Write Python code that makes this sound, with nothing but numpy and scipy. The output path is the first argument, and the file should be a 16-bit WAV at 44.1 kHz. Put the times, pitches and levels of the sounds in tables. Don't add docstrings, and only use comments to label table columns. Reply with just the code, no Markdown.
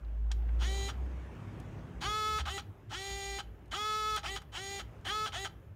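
import sys
import numpy as np
from scipy import signal
from scipy.fft import rfft, irfft
from scipy.io import wavfile
from scipy.ndimage import uniform_filter1d

SR = 44100
rng = np.random.default_rng(int(sys.argv[2]) if len(sys.argv) > 2 else 0)


def waveform_to_disk(signal):
    frames = np.transpose(np.atleast_2d(signal))
    scaled = np.clip(frames, -1, 1) * 32767
    samples = np.round(scaled).astype(np.int16)
    wavfile.write(sys.argv[1], SR, samples)


def nominal_scale(level):
    x = np.asarray(level, float) / 20
    return 10 ** x


N = 253771


def evened(x):
    return x / np.sqrt(np.mean(x ** 2) + 1e-20)


def read(points, hz):
    f, value = np.transpose(points)
    return np.interp(np.log(hz + 1), np.log(f + 1), value)


def curve(rows, t):
    s, *columns = np.transpose(rows)
    return [np.interp(t, s, c) for c in columns]


def add(mix, s, sound):
    part = mix[round(s * SR):][:len(sound)]
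    part += sound[:len(part)]


def drift(n, rate_hz):
    knots = rng.standard_normal(int(n / SR * rate_hz) + 2)
    return np.interp(np.arange(n) / SR * rate_hz, np.arange(len(knots)), knots)


def coloured(x, db_of):
    gain = np.log(nominal_scale(np.maximum(db_of(abs(np.fft.fftfreq(8192, 1 / SR))), -100)))
    taps = np.fft.ifft(np.exp(gain - 1j * signal.hilbert(gain).imag)).real[:4096]
    return signal.oaconvolve(x, taps / np.linalg.norm(taps))[:len(x)]


def noise(points, patchy_db):
    frames, hz = N // 512 + 5, np.fft.rfftfreq(2048, 1 / SR)
    a, b, patches = rng.standard_normal((frames, 1025, 3)).T
    patches = uniform_filter1d(patches, size=14, axis=0)
    patches = evened(uniform_filter1d(patches, size=6, axis=1))
    outside = (hz < points[0][0]) | (hz > points[-1][0])
    level_db = (read(points, hz) - 60 * outside)[:, None] + patchy_db * patches
    z = (a + 1j * b) * nominal_scale(level_db)
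    return evened(signal.istft(z, nperseg=2048, noverlap=1536)[1][:N])


# time in seconds, level in dB.
ROAD_LEVEL = [
    (0, -59),
    (.3, -59.5),
    (.55, -52.5),
    (1.6, -50.5),
    (2.7, -59),
    (4.46, -61),
    (4.95, -55.5),
    (5.6, -60),
    (5.75, -63),
]
# frequency in Hz, density in dB per Hz.
ROAD_COLOUR = [(71, -37), (120, -6), (177, -7), (345, -9.5), (400, -8.5), (438, -13.5), (600, -14.5),
               (807, -18), (1600, -23.5), (2890, -30.5), (4350, -42), (6660, -42.5), (10000, -51),
               (13000, -87), (22000, -120)]


def tyre_wash():
    road_db, = curve(ROAD_LEVEL, np.arange(N) / SR)
    return nominal_scale(road_db) * noise(ROAD_COLOUR, 1.78)


def room_mode(hz, width_hz):
    f = np.fft.rfftfreq(N, 1 / SR)
    resonance = 1 + (2 * (f - hz) / width_hz) ** 2
    return evened(irfft(rfft(rng.standard_normal(N)) / resonance, N))


# frequency in Hz, width in Hz, level in dB, share of the traffic swell.
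ROOM_MODES = [(58.5, 34, -56.5, .1), (97, 36.5, -54.5, 0.65), (147.6, 84, -61, .6)]


def rumble():
    swell_db = curve(ROAD_LEVEL, np.arange(N) / SR)[0] + 57.5
    return sum(nominal_scale(db + share * swell_db) * room_mode(hz, width) for hz, width, db, share in ROOM_MODES)


def engine(rows, orders, waver_db):
    t = np.arange(N) / SR
    hz, db = curve(rows, t)
    fade_in, fade_out = (t - rows[0][0]) / 0.03, (rows[-1][0] - t) / 0.11
    edge = np.clip(np.minimum(fade_in, fade_out), 0, 1)
    turns = np.cumsum(hz) / SR
    total = 0
    for k, order_db in orders:
        level = np.sqrt(2) * nominal_scale(order_db + waver_db * drift(N, 8.76))
        total = total + level * np.sin(2 * np.pi * (k * turns + rng.random()))
    return edge * nominal_scale(db) * total


# time in seconds, pitch in Hz, level in dB.
DRONE = [
    (0.0, 54.5, -40),
    (0.07, 54.4, -36),
    (0.226, 54.7, -32.5),
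    (0.62, 58.5, -29.5),
    (0.81, 60.6, -33.5),
    (0.92, 62.3, -41),
    (1.006, 63.4, -33),
    (1.328, 63.6, -46.5),
    (1.4, 67.8, -56),
]
# time in seconds, pitch in Hz, level in dB.
BOOM = [
    (2.22, 74, -61),
    (2.33, 73, -43),
    (2.364, 74.03, -49),
    (2.404, 75.7, -37.5),
    (2.54, 74, -44),
    (2.562, 74.6, -58),
    (2.592, 74, -39),
    (2.64, 73, -61),
]
# time in seconds, turning rate in Hz, level in dB.
FIRING = [
    (1.2, 33.25, -73),
    (1.5, 34.11, -56.5),
    (1.75, 35.19, -58.5),
    (2.0, 35.83, -57.5),
    (2.3, 37, -73),
]
# multiple of the turning rate, level in dB.
FIRING_ORDERS = [(3, -2.5), (4, 3), (5, 3.5), (7, -4.5), (9, -6.5), (10, -20), (12, -9.5)]


def street():
    engines = engine(DRONE, [(0.99, 0)], 0.92)
    engines += engine(FIRING, FIRING_ORDERS, 1.5)
    engines += engine(BOOM, [(0.98, 0)], 0.3)
    return engines + rumble() + thumps() + tyre_wash()


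# frequency in Hz, width in Hz, level in dB.
SHELL_PEAKS = [(813, 45, 1.5), (1293, 70, -1.5), (1568, 52, -7), (2060, 24, -29.5), (3075, 91, 0.5),
               (3368, 79, -3), (3960, 210, -10.5), (4290, 23, -8), (4810, 31, -10.5), (5703, 50, -9),
               (6708, 116, -10.5), (8550, 240, -23)]
# frequency in Hz, level in dB.
SHELL_BED = [(250, -85), (600, -18), (2000, -11.5), (5000, -19), (9000, -29.5), (11500, -42), (14000, -48),
             (16000, -43)]


def shell_db(hz):
    peaks = sum(nominal_scale(db) ** 2 / (1 + (2 * (hz - f) / w) ** 2) for f, w, db in SHELL_PEAKS)
    return 10 * np.log10(peaks + nominal_scale(read(SHELL_BED, hz)) ** 2)


def tick(db, hz, ring_s):
    t = np.arange(2600) / SR
    puff = rng.standard_normal(len(t)) * np.exp(-t / ring_s) * (1 - np.exp(-t * hz / 0.97))

    def colour_db(f):
        octaves = np.log2((f + 50) / hz)
        return 0.44 * shell_db(f) - 3.4 * octaves ** 2 - 14 * np.maximum(octaves - 0.7, 0)

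    ring = coloured(puff, colour_db)
    return nominal_scale(db) * ring / abs(ring).max()


# start in seconds, peak in dB, brightness in Hz, ring in seconds.
TICKS = [(.032, -53.5, 900, 0.004), (.046, -59.5, 2580, 0.0062), (.305, -47, 1350, 0.0054),
         (.3125, -41.5, 1350, 0.0055), (0.3153, -30, 4530, 0.0043), (0.3167, -38, 4460, 0.0067),
         (0.424, -57, 2500, .003), (.489, -48, 1500, 0.0043), (1.114, -59, 2500, 0.0038),
         (1.599, -52, 9060, 0.0059), (1.791, -58, 2510, .003), (4.162, -31, 8950, 0.0034),
         (2.454, -34.5, 2500, 0.007), (4.232, -38, 3000, 0.0045), (5.321, -38.5, 2480, .005),
         (3.548, -61, 1500, 0.003), (3.592, -73, 2920, 0.0033), (3.658, -63, 9060, 0.0036),
         (3.68, -65, 7000, .003), (4.418, -49, 7000, 0.0049), (4.4172, -46, 1390, 0.0075),
         (5.012, -62, 8100, 0.0029), (5.636, -68, 1490, 0.0027)]


def ticks():
    out = np.zeros(N)
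    for s, *shape in TICKS:
        add(out, s, tick(*shape))
    return out


def shaft_tones(orders, top, hz, turns, speed, uneven, unloaded, sings, whine_db, glide_db, high_db):
    n = len(hz)
    grid = np.arange(0, 20000, 10.)
    shell = shell_db(grid)
    high_hz = top * np.arange(len(orders) + 1, 40)
    levels = np.append(orders, high_db + 6 * np.exp(-((high_hz - 13900) / 450) ** 2))
    whine = glide = 0
    for k, db in enumerate(levels, 1):
        here = np.interp(k * hz, grid, shell)
        crossing = 0.94 * (here - np.interp(k * top, grid, shell))
        waver = (0.1 + 0.19 * min(k, 9)) * drift(n, 20 + 4 * k)
        waver -= 3.6 * np.maximum(1 - hz / top, 0) * max(k - 8, 0)
        blur = (0.0034 + 0.0053 * max(k - 5, 0) + 0.017 * max(k - 18, 0)) * drift(n, 158.5)
        phase = k * (turns + uneven) + blur + 0.73 * rng.random()
        tone = np.cos(2 * np.pi * phase)
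        whine = whine + nominal_scale(db + np.clip(crossing, -14, 12) + waver) * tone
        loose_db = 3 * (k == 4) + 0.79 * here + waver
        loose_db = loose_db + 5.7 * drift(n, 89.7) - 0.9 * np.log2(k * hz / 1600 + 0.0072) ** 2
        glide = glide + nominal_scale(loose_db) * tone
    whine *= np.sqrt(2 / sum(nominal_scale(levels) ** 2)) * nominal_scale(whine_db) * speed ** sings
    return whine, 2 * nominal_scale(glide_db) * unloaded * speed * glide


# frequency in Hz, level in dB.
BRUSH = [(250, -18), (600, -8.5), (1500, -9.5), (3200, -2), (5000, -0.5), (7000, -4), (9000, -1),
         (11500, -6), (14000, -6), (15800, -13)]


def brush_hiss(turns, speed, hiss_db):
    gate = (0.31 + np.exp(-(turns % 1) / 0.24)) * nominal_scale(1.3 * drift(len(turns), 18.2))
    scrape = evened(gate * rng.standard_normal(len(turns)))
    hiss = coloured(scrape, lambda f: read(BRUSH, f) + 0.5 * shell_db(f))
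    return hiss * nominal_scale(hiss_db) * speed ** 3.5


def gear_rattle(turns, speed, uneven, after, unloaded, top, rattle_db, brake_db):
    n = len(turns)
    loose = nominal_scale(rattle_db - 1.5) * unloaded
    brake_s = 0.11 * (top / 1000) ** 1.61
    loose += nominal_scale(brake_db) * np.minimum(after / 0.0037, 1) * np.exp(-(after / brake_s) ** 3.1)
    loose += nominal_scale(brake_db - 14) * (after > 0) * np.exp(-after / 0.026)
    knocks = np.diff(np.floor(turns + 0.32 * uneven), prepend=0) * nominal_scale(0.6 * drift(n, 301.0))
    knocks = knocks * (after == 0) * speed ** 1.2
    clatter = rng.standard_normal(110) * np.hanning(110)
    knocks = np.convolve(knocks, clatter)[:n]
    grit = (rng.random(n) < 14000 / SR) * rng.standard_normal(n) * nominal_scale(1.0 * drift(n, 250.))
    rattle = (1.28 * evened(knocks) + 0.6 * evened(grit)) * loose
    return coloured(rattle, lambda f: 0.9 * shell_db(f) + 2.8 * np.exp(-((f - 1550) / 420) ** 2))


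def motor(orders, run, spin_up, sluggish, early, rattle_db, swell, sings, glide_db, hiss_db, gear, gear_db,
          high_db):
    start, brake, top, whine_db, brake_db = run
    t = np.arange(round((brake - start + 0.06) * SR)) / SR
    after = np.maximum(t - (brake - start), 0)
    sway = 1 + 0.0029 * np.sin(2 * np.pi * (9.12 * t + rng.random()))
    goal = top * sway + early * np.exp(-t / 0.075)
    speed = (1 - np.exp(-t / spin_up)) ** sluggish * np.exp(-after / 0.019)
    hz = goal * speed * (1 + 0.00096 * drift(len(t), 59.4))
    turns = np.cumsum(hz) / SR
    uneven = drift(len(t), 500.) * 0.056 * (1 - speed) ** 0.7
    unloaded = np.minimum(t / swell, 1) ** 0.63 * np.exp(-(t / 0.064) ** 3)
    whine, glide = shaft_tones(orders, top, hz, turns, speed, uneven, unloaded, sings, whine_db, glide_db,
                               high_db)
    lens_level = np.sqrt(2) * nominal_scale(gear_db + 3.4 * drift(len(t), 18.0)) * speed ** 8
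    lens_gear = lens_level * np.cos(2 * np.pi * gear * turns)
    rattle = gear_rattle(turns, speed, uneven, after, unloaded, top, rattle_db, brake_db)
    return whine + glide + lens_gear + brush_hiss(turns, speed, hiss_db) + rattle


# start in seconds, brake in seconds, settled speed in turns per s,
# whine in dB, brake rattle in dB.
FIRST_RUN = [
    (0.59, 0.885, 394.5, -42.5, -36),
]
OUT_RUNS = [
    (2.006, 2.387, 430.3, -33.5, -34.5),
    (3.71, 4.167, 429.8, -34, -34),
    (5.046, 5.261, 432.5, -34.5, -35),
]
SLACK_RUNS = [
    (2.451, 2.577, 392.4, -40, -35),
    (4.229, 4.358, 393, -41, -34.5),
    (5.32, 5.448, 390.2, -40.5, -34.5),
]
BACK_RUNS = [
    (2.894, 3.384, 395.4, -42, -35.5),
    (4.518, 4.792, 397, -42.5, -36.5),
]
# level in dB of shaft orders 1, 2, 3 .. as the camera is held in that kind of run.
FIRST_ORDERS = [0.5, -0.5, -14.5, -18, -0.5, -4.5, -15, -4, -10, -2.5, -15, -14, -18, -16, -14, -17, -1.5,
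                -10, -27, -17, -18, -17, -22, -19]
OUT_ORDERS = [-13, -15, 2.5, -14.5, -15, -16.5, -19, -10.5, -16.5, -16.5, -19.5, -22, -19, -22.5, -28, -23,
              -24.5, -34, -38, -32, -32, -31.5, -35, -33]
SLACK_ORDERS = [1.5, 0.5, -10, -14, 5, -10, -6.5, -3, -7, -3.5, -12, -16, -18, -22, -34, -36, -3.5, -10,
                -15, -14, -14, -24, -23, -14]
BACK_ORDERS = [-1, 0, -12.5, -12.5, 1, -5, -11.5, -8, -7, -11, -13.5, -10, -21, -12, -15, -32, -1.5, -13.5,
               -17, -23, -21, -14, -21, -20.5]
OUT_BITE = dict(spin_up=.023, sluggish=.92, early=-9, rattle_db=-37.5, swell=0.0097, sings=2.74, glide_db=-53.5, hiss_db=-55.5, gear=7.3, gear_db=-84, high_db=-39)
SLACK_BITE = dict(spin_up=.022, sluggish=1.05, early=24, rattle_db=-40.5, swell=.013, sings=15.3, glide_db=-47.5, hiss_db=-52.5, gear=10.3, gear_db=-64, high_db=-28)
BACK_BITE = dict(spin_up=.024, sluggish=1.3, early=-11, rattle_db=-38, swell=0.062, sings=6.6, glide_db=-46, hiss_db=-53, gear=10.27, gear_db=-56.5, high_db=-31)


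def zoom_runs():
    out = np.zeros(N)
    for orders, runs, bite in ((FIRST_ORDERS, FIRST_RUN, BACK_BITE), (OUT_ORDERS, OUT_RUNS, OUT_BITE),
                               (SLACK_ORDERS, SLACK_RUNS, SLACK_BITE), (BACK_ORDERS, BACK_RUNS, BACK_BITE)):
        for run in runs:
            add(out, run[0], motor(orders, run, **bite))
    return out


# middle in seconds, peak in dB, length in seconds, pitch in Hz.
THUMPS = [(1.628, -50, .07, 58), (1.806, -50, 0.042, 62), (1.97, -40, 0.024, 57.5),
          (2.089, -41.5, 0.044, 57.3), (2.078, -40.5, 0.017, 104), (2.428, -42.5, 0.071, 58.7),
          (2.69, -44, 0.043, 97), (2.892, -45.5, 0.021, 110), (2.961, -51, 0.046, 55),
          (3.13, -44, 0.044, 55.4), (3.322, -43.5, 0.072, 56), (3.492, -45, 0.064, 55.4),
          (3.697, -50.5, 0.087, 58.3), (4.128, -48.5, .07, 59.6), (4.295, -46, 0.097, 56),
          (4.548, -54, 0.037, 56.6), (4.851, -47.5, .07, 59), (4.897, -55, 0.057, 101),
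          (5.049, -55, 0.041, 95), (5.115, -47, .06, 56), (5.387, -47, 0.043, 58),
          (5.562, -49, 0.032, 56.7), (5.72, -48.5, 0.024, 98)]


def thumps():
    t = np.arange(N) / SR
    total = np.zeros(N)
    for s, db, length, hz in THUMPS:
        swell = np.sqrt(2) * nominal_scale(db) * np.exp(-((t - s) / length) ** 2)
        total += swell * np.sin(2 * np.pi * (hz * (t - s) + rng.random()))
    return total


# frequency in Hz, time to fall 60 dB in seconds.
ROOM_DECAY = [(300, 0.44), (1300, 0.33), (5000, 0.25), (12000, 0.13)]


def room(x):
    taps, at = np.zeros(SR // 2), np.arange(90, SR // 2 - 20, 20)
    taps[at + rng.integers(0, 20, len(at))] = rng.choice([-1., 1.], len(at))
    hz, t, z = signal.stft(taps, SR, nperseg=256)
    decay = nominal_scale(-60 * t / read(ROOM_DECAY, hz)[:, None])
    tail = signal.istft(z * decay, SR, nperseg=256)[1]
    return signal.fftconvolve(x, tail / np.linalg.norm(tail))[:N]


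def scene():
    camera = zoom_runs() + ticks()
    mono = camera + nominal_scale(-18) * room(camera) + street()
    return np.array([mono, mono])


def gate_db(dry):
    t = np.arange(N) / SR
    open_db, shut_db, fall_db_s = 5.5, -4.5, 37
    bright = uniform_filter1d(np.diff(dry[0], prepend=0) ** 2, size=200) > nominal_scale(-55) ** 2
    since = t - np.maximum.accumulate(np.where(bright, t, -1))
    ajar_db = shut_db + 0.4 * (curve(ROAD_LEVEL, t)[0] + 60)
    return np.maximum(open_db - fall_db_s * since, ajar_db)


# frequency in Hz, density in dB per Hz.
PREAMP_HISS = [(2000, 2), (6000, -36), (10000, 5), (14000, 8), (16000, 1)]


def preamp_hiss(dry):
    return nominal_scale(-84 + gate_db(dry)) * noise(PREAMP_HISS, 2.2)


def low_pass(x):
    return signal.sosfilt(signal.butter(12, 16450, fs=SR, output="sos"), x)


def record(dry):
    x = dry + preamp_hiss(dry)
    x = signal.sosfilt(signal.butter(3, 40, "high", fs=SR, output="sos"), x)
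    band_edge = signal.firwin(511, 15850, window=("kaiser", 9), fs=SR)
    x = signal.oaconvolve(x, band_edge[None], "same")
    return low_pass(x)


dry = scene()
out = record(dry)
waveform_to_disk(out)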